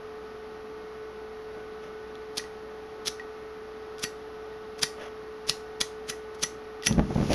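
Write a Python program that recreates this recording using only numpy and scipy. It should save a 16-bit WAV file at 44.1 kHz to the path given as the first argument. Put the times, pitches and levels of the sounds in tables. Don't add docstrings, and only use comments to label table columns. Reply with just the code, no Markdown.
import sys
import numpy as np
from scipy import signal
from scipy.fft import rfft, irfft, next_fast_len
from scipy.io import wavfile
from scipy.ndimage import uniform_filter1d

SR = 44100
rng = np.random.default_rng(int(sys.argv[2]) if len(sys.argv) > 2 else 0)


def store_pcm(level_fs):
    pcm = np.round(np.clip(level_fs, -1, 1) * 32767).astype(np.int16)
    wavfile.write(sys.argv[1], SR, np.atleast_2d(pcm).T)


N = 323694
TIME = np.arange(N) / SR

# snap_s, rasp_db, run_up_s, snap_db, ring_db, squeak_hz, climb_db_per_s, thud_db
FLICKS = [(2.3816, -24.5, 0.012, -21, -43, 4980, 700, -50), (3.0809, -22, 0.031, -22, -58, 5100, 700, -41),
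          (4.0399, -21.5, 0.037, -21, -38.5, 3150, 1050, -35),
          (4.833, -16, 0.021, -15.5, -32, 4800, 1200, -29.5),
          (5.4965, -20.5, 0.03, -13, -53, 5070, 950, -30.5),
          (5.8131, -18.5, 0.0093, -15, -35, 3950, 1100, -31),
          (6.101, -23.5, 0.033, -23, -45, 3100, 950, -40),
          (6.4342, -18, 0.041, -20.5, -29.5, 4200, 1300, -28.5),
          (6.8697, -18, 0.041, -13, -26, 2690, 1150, -25)]


def from_db(db):
    return 10 ** (np.asarray(db) / 20)


def unit_rms(x):
    return x / np.sqrt(np.mean(x ** 2) + 1e-20)


def at_hz(points, hz):
    freqs_hz, values = np.transpose(points)
    return np.interp(np.log(np.maximum(hz, 1)), np.log(freqs_hz), values)


def drift(rate_hz):
    knots = rng.standard_normal(size=20000)
    return np.interp(TIME * rate_hz, np.arange(len(knots)), knots)


def swell(peak_s, db, sigma_s):
    return from_db(db) * np.exp(-.5 * ((TIME - peak_s) / sigma_s) ** 2)


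def colour(x, spectrum):
    size = 2 * next_fast_len(N)
    gain = unit_rms(from_db(at_hz(spectrum, np.fft.rfftfreq(size, 1 / SR))))
    cepstrum = irfft(np.log(gain))
    cepstrum[1:size // 2] *= 2
    cepstrum[size // 2 + 1:] = 0
    return irfft(rfft(x, size) * np.exp(rfft(cepstrum)))[:N]


def bell(x, hz, width_hz, db):
    band = signal.lfilter(*signal.iirpeak(hz, hz / width_hz, fs=SR), x + 1e-18)
    return x + (from_db(db) - 1) * band


def grit(window_samples=32):
    noise = rng.standard_normal(N)
    return noise / np.sqrt(uniform_filter1d(noise ** 2, window_samples) + 1e-9)


def turbulence(spectrum, window_samples=900):
    noise = colour(grit(), spectrum)
    return noise / np.sqrt(uniform_filter1d(noise ** 2, window_samples) + 1e-9)


def bursts(events, decay_s):
    clicks = np.full(N, 1e-18)
    for start_s, db in events:
        clicks[min(round(start_s * SR), N - 1)] = from_db(db)
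    return grit() * signal.lfilter([1], [1, -np.exp(-1 / (decay_s * SR))], clicks)


def strike(modes, times_s, levels_db):
    out = np.zeros(N)
    onsets = np.round(np.array(times_s) * SR).astype(int)
    scatter_db = rng.standard_normal((len(onsets), len(modes)))
    for k, (hz, db, t60_s) in enumerate(modes):
        clicks = np.full(N, 1e-18)
        clicks[onsets] = from_db(np.array(levels_db) + db + scatter_db[:, k])
        radius, angle = np.exp(-np.log(1000) / (t60_s * SR)), 2 * np.pi * hz / SR
        out += signal.lfilter([0, np.sin(angle)], [1, -2 * radius * np.cos(angle), radius ** 2], clicks)
    return out


def fan(blade_hz=433.2, wander=0.000968, waver_db=0.61, air_db=-47):
    harmonics = [(1, -37.5), (2, -57), (3, -59), (4, -71.5), (5, -65.5)]
    motor_tones = [(61.4, -55.5, -1), (248, -63.5, 3), (1486, -56.5, -2)]
    air_spectrum = [(20, -10.5), (62, -2.5), (95, -3.5), (160, -4.5), (210, 0.5), (400, -3), (620, -4),
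                    (760, -4), (980, -7), (1250, -2.5), (1600, -11.5), (2500, -15), (5500, -23),
                    (8000, -33)]
    housing = [(297.2, 3.1, 7), (409, 60, 6.5), (556, 8.1, 5.5), (638, 25, -7.5), (722, 28, 6.5),
               (775, 14, 5.5), (1132, 86, 2.5), (1644, 90, 2), (1853, 55, 7), (1960, 70, 3)]
    turns = np.cumsum(blade_hz * (1 + wander * drift(5))) / SR
    blades = sum(from_db(db + waver_db * k * drift(9.7)) * np.sin(2 * np.pi * k * turns)
                 for k, db in harmonics)
    whines = sum(from_db(db + depth_db * drift(10)) * np.sin(2 * np.pi * hz * TIME + 0.14 * drift(13))
                 for hz, db, depth_db in motor_tones)
    air = colour(rng.standard_normal(N), air_spectrum)
    for hz, width_hz, db in housing:
        air = bell(air, hz, width_hz, db)
    return blades + whines + from_db(air_db) * air


def grip(uneven_db=3):
    rubs = [(1.58, -58, -47, 0.033), (1.852, -49, -47.5, 0.022), (5.016, -47, -44, 0.023),
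            (5.063, -50, -50, 0.022)]
    rustle_spectrum = [(300, -18), (700, 9), (950, -2.5), (1400, 3), (2100, 0), (3100, -4.5), (4300, -16),
                       (5900, -9), (8000, -23), (10000, -18.5), (12500, -28)]
    bump_spectrum = [(40, -9), (100, -12), (250, -5.5), (600, 1), (1000, -18), (2000, -46)]
    slide = sum(swell(s, db, sigma_s) for s, db, _, sigma_s in rubs) * from_db(uneven_db * drift(120))
    nudge = sum(swell(s, db, sigma_s) for s, _, db, sigma_s in rubs)
    return colour(grit() * slide, rustle_spectrum) + nudge * turbulence(bump_spectrum)


def ticks():
    contacts = [(2.1543, -41), (2.3711, -27), (3.0587, -30), (3.0712, -20.5), (3.9831, -38),
                (4.7928, -31.5), (5.5033, -28), (5.51, -27.5), (6.8247, -34.5), (6.836, -34),
                (6.926, -28.5), (7.148, -35), (7.268, -37), (7.332, -15)]
    spectrum_hz_db = [(500, -11), (2000, 2), (3600, 5.5), (6000, 4.5), (10500, -7), (14000, -5)]
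    return colour(bursts(contacts, decay_s=0.00093), spectrum_hz_db)


def wheel(stop_s=0.0046, snap_decay_s=0.00097, teeth_hz=420, teeth_db=4, uneven_db=2, squeak_db=-3):
    creeps = [(2.361, -49), (3.996, -44.5), (4.789, -48), (4.802, -48), (6.351, -51), (6.395, -53),
              (6.846, -42)]
    rasp_spectrum = [(100, -5.5), (450, -6.5), (1000, -12.5), (1900, -6), (2450, -4.5), (4100, -3),
                     (5000, -2), (6200, 1), (7000, -2.5), (8000, 7), (9000, -2), (10800, -10.5),
                     (13000, -16.5)]
    teeth = np.sin(2 * np.pi * np.cumsum(teeth_hz * np.exp(0.43 * drift(150))) / SR)
    bites = grit() * unit_rms(from_db(teeth_db * teeth + uneven_db * drift(700)))
    dull_bites = signal.sosfiltfilt(signal.butter(1, 5000, fs=SR, output="sos"), bites)
    chips = grit()
    slip = np.exp(0.14 * drift(1800))
    out = bites * sum(swell(s, db, sigma_s=0.0054) for s, db in creeps)
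    for snap_s, rasp_db, run_up_s, snap_db, _, squeak_hz, climb_db_per_s, _ in FLICKS:
        near = abs(TIME - snap_s) < .1
        t = TIME[near] - snap_s
        speed = np.where(t < 0, from_db(climb_db_per_s * t) * (t > -run_up_s), np.exp(-t / stop_s))
        dullness = 0.29 * (1 - speed)
        rasp = from_db(rasp_db) * speed * ((1 - dullness) * bites[near] + dullness * dull_bites[near])
        squeak = from_db(squeak_db) * np.sin(2 * np.pi * np.cumsum(squeak_hz * slip[near]) / SR)
        snap = from_db(snap_db) * np.exp(-abs(t) / snap_decay_s) * (chips[near] + squeak)
        force = np.zeros(N)
        force[near] = rasp + snap
        out += bell(force, squeak_hz, width_hz=1500, db=1)
    return colour(out, rasp_spectrum)


def case(buzz_db=-5):
    modes = [(1916, -14, .1), (2030, -10, .06), (3090, -25, .08), (4554, -18, .09), (5902, 4, .1),
             (5985, -11, .045), (9711, -15, .045), (10096, -3.5, .1)]
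    snap_s, _, _, _, ring_db, *_ = np.transpose(FLICKS)
    return strike(modes, snap_s, ring_db) * from_db(buzz_db * drift(450))


def thumb(delay_s=0.0015):
    spectrum_hz_db = [(30, -19), (90, 2.5), (200, -4), (700, -5.5), (1000, -6.5), (1400, -1.5),
                      (4000, -18)]
    thuds = sum(swell(snap_s + delay_s, db, sigma_s=0.0036) for snap_s, *_, db in FLICKS)
    return colour(grit() * thuds, spectrum_hz_db)


def lid(touches=3, gap_s=0.006, loss_db=11, detune=0.0092, buzz_db=3):
    knocks = [(2.396, -31, -2, -48), (2.44, -40.5, -4, -58), (3.197, -32, -8, -51), (4.048, -28, 8, -42),
              (4.839, -28, -10, -45), (4.869, -41, -4, -56), (5.5031, -34, -7, -48), (5.516, -43, -8, -52),
              (5.821, -38, -1, -50), (5.833, -41, 0, -52), (6.109, -35.5, -3, -49), (6.124, -34.5, -8, -56),
              (6.4418, -24.5, -17, -38), (6.834, -35.5, -1, -43), (6.8693, -25.5, -6, -37)]
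    modes = [(1927, 0.5, 0.043), (1990, -14, 0.039), (2430, -6, 0.02), (4570, -15.5, 0.088)]
    clack_spectrum = [(500, -12), (1400, -8), (2100, 6), (3200, -13), (6000, 2), (12000, -9)]
    ring, contacts = 0, []
    for start_s, ring_db, tilt_db_per_octave, clack_db in knocks:
        gaps_s = gap_s * rng.uniform(.5, 1.5, touches)
        times_s = start_s + np.cumsum(gaps_s) - gaps_s[0]
        losses_db = loss_db * np.arange(touches)
        shift = 1 + detune * rng.standard_normal()
        seated_modes = [(hz * shift, db + tilt_db_per_octave * np.log2(hz / modes[0][0]), t60_s)
                        for hz, db, t60_s in modes]
        ring += strike(seated_modes, times_s, ring_db - losses_db)
        contacts += zip(times_s, clack_db - losses_db)
    ring *= from_db(buzz_db * drift(300))
    return ring + colour(bursts(contacts, decay_s=0.0021), clack_spectrum)


def fire(catch_s=0.0088, flare_s=7.295, flare_rise_s=0.011, flare_db=7, spread_db_per_s=50.5):
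    blaze = [(6.87, -43), (6.895, -30), (6.915, -28), (6.96, -33), (6.995, -19), (7.03, -27.5),
             (7.075, -42), (7.108, -35), (7.14, -44), (7.162, -27), (7.178, -30), (7.206, -27.5),
             (7.272, -37), (7.304, -29), (7.34, -29)]
    roar_spectrum = [(20, -16), (45, -18), (90, 0.5), (140, 0), (210, -0.5), (330, -7), (550, -17),
                     (800, -22), (1100, -23), (2000, -34), (5000, -72)]
    surge_spectrum = [(20, -30), (34, -7), (54, 0.5), (88, 5.5), (140, -17.5), (210, -7.5), (400, -38),
                      (1000, -72)]
    hiss_spectrum = [(200, 8), (600, 10.5), (1200, -8), (2500, -0.5), (4000, -6), (6000, -3.5), (8000, -9),
                     (10500, -13), (14000, -27)]
    age_s = np.maximum(TIME - FLICKS[-1][0], 0)
    lit = 1 - np.exp(-age_s / catch_s)
    flare = np.clip((TIME - flare_s) / flare_rise_s, 0, 1)
    strength_db = np.interp(TIME, *np.transpose(blaze))
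    strength_db -= strength_db.max()
    roar = turbulence(roar_spectrum) * from_db(-24 + 0.53 * strength_db)
    roar *= from_db(3 * drift(130))
    surge = turbulence(surge_spectrum) * from_db(-12 + 1.37 * strength_db)
    hiss_db = -59 + spread_db_per_s * age_s + flare_db * flare
    sizzle = grit() * from_db(hiss_db + 1.5 * drift(370))
    flame = lit * (roar + surge + colour(sizzle, hiss_spectrum)) + puffs()
    return signal.sosfilt(signal.butter(2, 30, "high", fs=SR, output="sos"), flame)


def puffs(suction_db=-15, suction_delay_s=0.0039):
    pockets = [(6.911, -13, 0.00042, -29), (6.982, -8, 0.00059, -21), (6.9945, -4, 0.00036, -24),
               (6.998, -11.5, 0.00039, -29), (7.106, -21, 0.0013, -28.5), (7.1265, -18, 0.00065, -38),
               (7.1566, -15, 0.00065, -25), (7.1621, -14, 0.00081, -45), (7.19, -13.5, 0.00086, -39),
               (7.2027, -8, 0.0011, -40), (7.213, -10.5, 0.00038, -25.5), (7.229, -13, 0.00042, -29),
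               (7.296, -14, .0005, -27), (7.302, -22, 0.00057, -20.5), (7.3154, -12, 0.00057, -20)]
    flap_spectrum = [(150, -26), (350, -16), (550, 11), (800, 8.5), (1200, -18), (2400, -13.5), (5000, -65)]
    throb = (120, 18, 6.6)
    pulses = sum(from_db(db) * np.exp(-np.minimum(abs(TIME - s) / decay_s, 50))
                 for s, db, decay_s, _ in pockets)
    suction = sum(swell(s + suction_delay_s, db + suction_db, sigma_s=0.0016) for s, db, *_ in pockets)
    flaps = colour(bursts([(s, db) for s, *_, db in pockets], decay_s=0.004), flap_spectrum)
    return bell(pulses - suction, *throb) + flaps


def diffuse(samples, block=512):
    spectra = rfft(rng.standard_normal((samples // block + 1, block)))
    return irfft(spectra / abs(spectra)).ravel()[:samples]


def room(x, gap_s=0.0009, build_s=0.00076, desk_db=2, desk_s=0.005):
    decay = [(200, 0.26), (2000, 0.22), (5000, 0.27), (11000, 0.3)]
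    t = np.arange(SR // 2) / SR
    noise, tail = diffuse(len(t)), 0
    edges_hz = np.geomspace(100, 16000, 9)
    for low, high in zip(edges_hz, edges_hz[1:]):
        band = signal.sosfiltfilt(signal.butter(2, [low, high], "band", fs=SR, output="sos"), noise)
        tail += band * np.exp(-np.log(1000) * t / at_hz(decay, np.sqrt(low * high)))
    tail *= 1 + from_db(desk_db) * np.exp(-t / desk_s)
    tail *= 1 - np.exp(-np.maximum(t - gap_s, 0) / build_s)
    return signal.fftconvolve(x, tail / np.sqrt(np.sum(tail ** 2)))[:N]


def scene(hand_send_db=-11, case_send_db=-19, fire_send_db=-16):
    chimney = [(3370, 240, 6), (4920, 320, 2.5)]
    hand = ticks() + thumb() + wheel() + lid() + grip()
    ring, blaze = case(), fire()
    send = from_db(hand_send_db) * hand + from_db(case_send_db) * ring + from_db(fire_send_db) * blaze
    echoes = room(send)
    for hz, width_hz, db in chimney:
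        hand = bell(hand, hz, width_hz, db)
    return (hand + ring + blaze + fan() + echoes)[None]


def record(dry, gain_db=-4.5, cutoff_hz=14110):
    response = [(20, 1), (45, -1.5), (5800, 0.5), (6800, -4), (7500, -13.5), (8200, -22), (8900, -9.5),
                (9800, 0), (11000, 1.5), (12000, -3), (13000, -7), (14000, -34)]
    heard = from_db(gain_db) * colour(dry[0], response)[None]
    return signal.sosfilt(signal.ellip(8, .2, 80, cutoff_hz, fs=SR, output="sos"), heard)


dry = scene()
out = record(dry)
store_pcm(out)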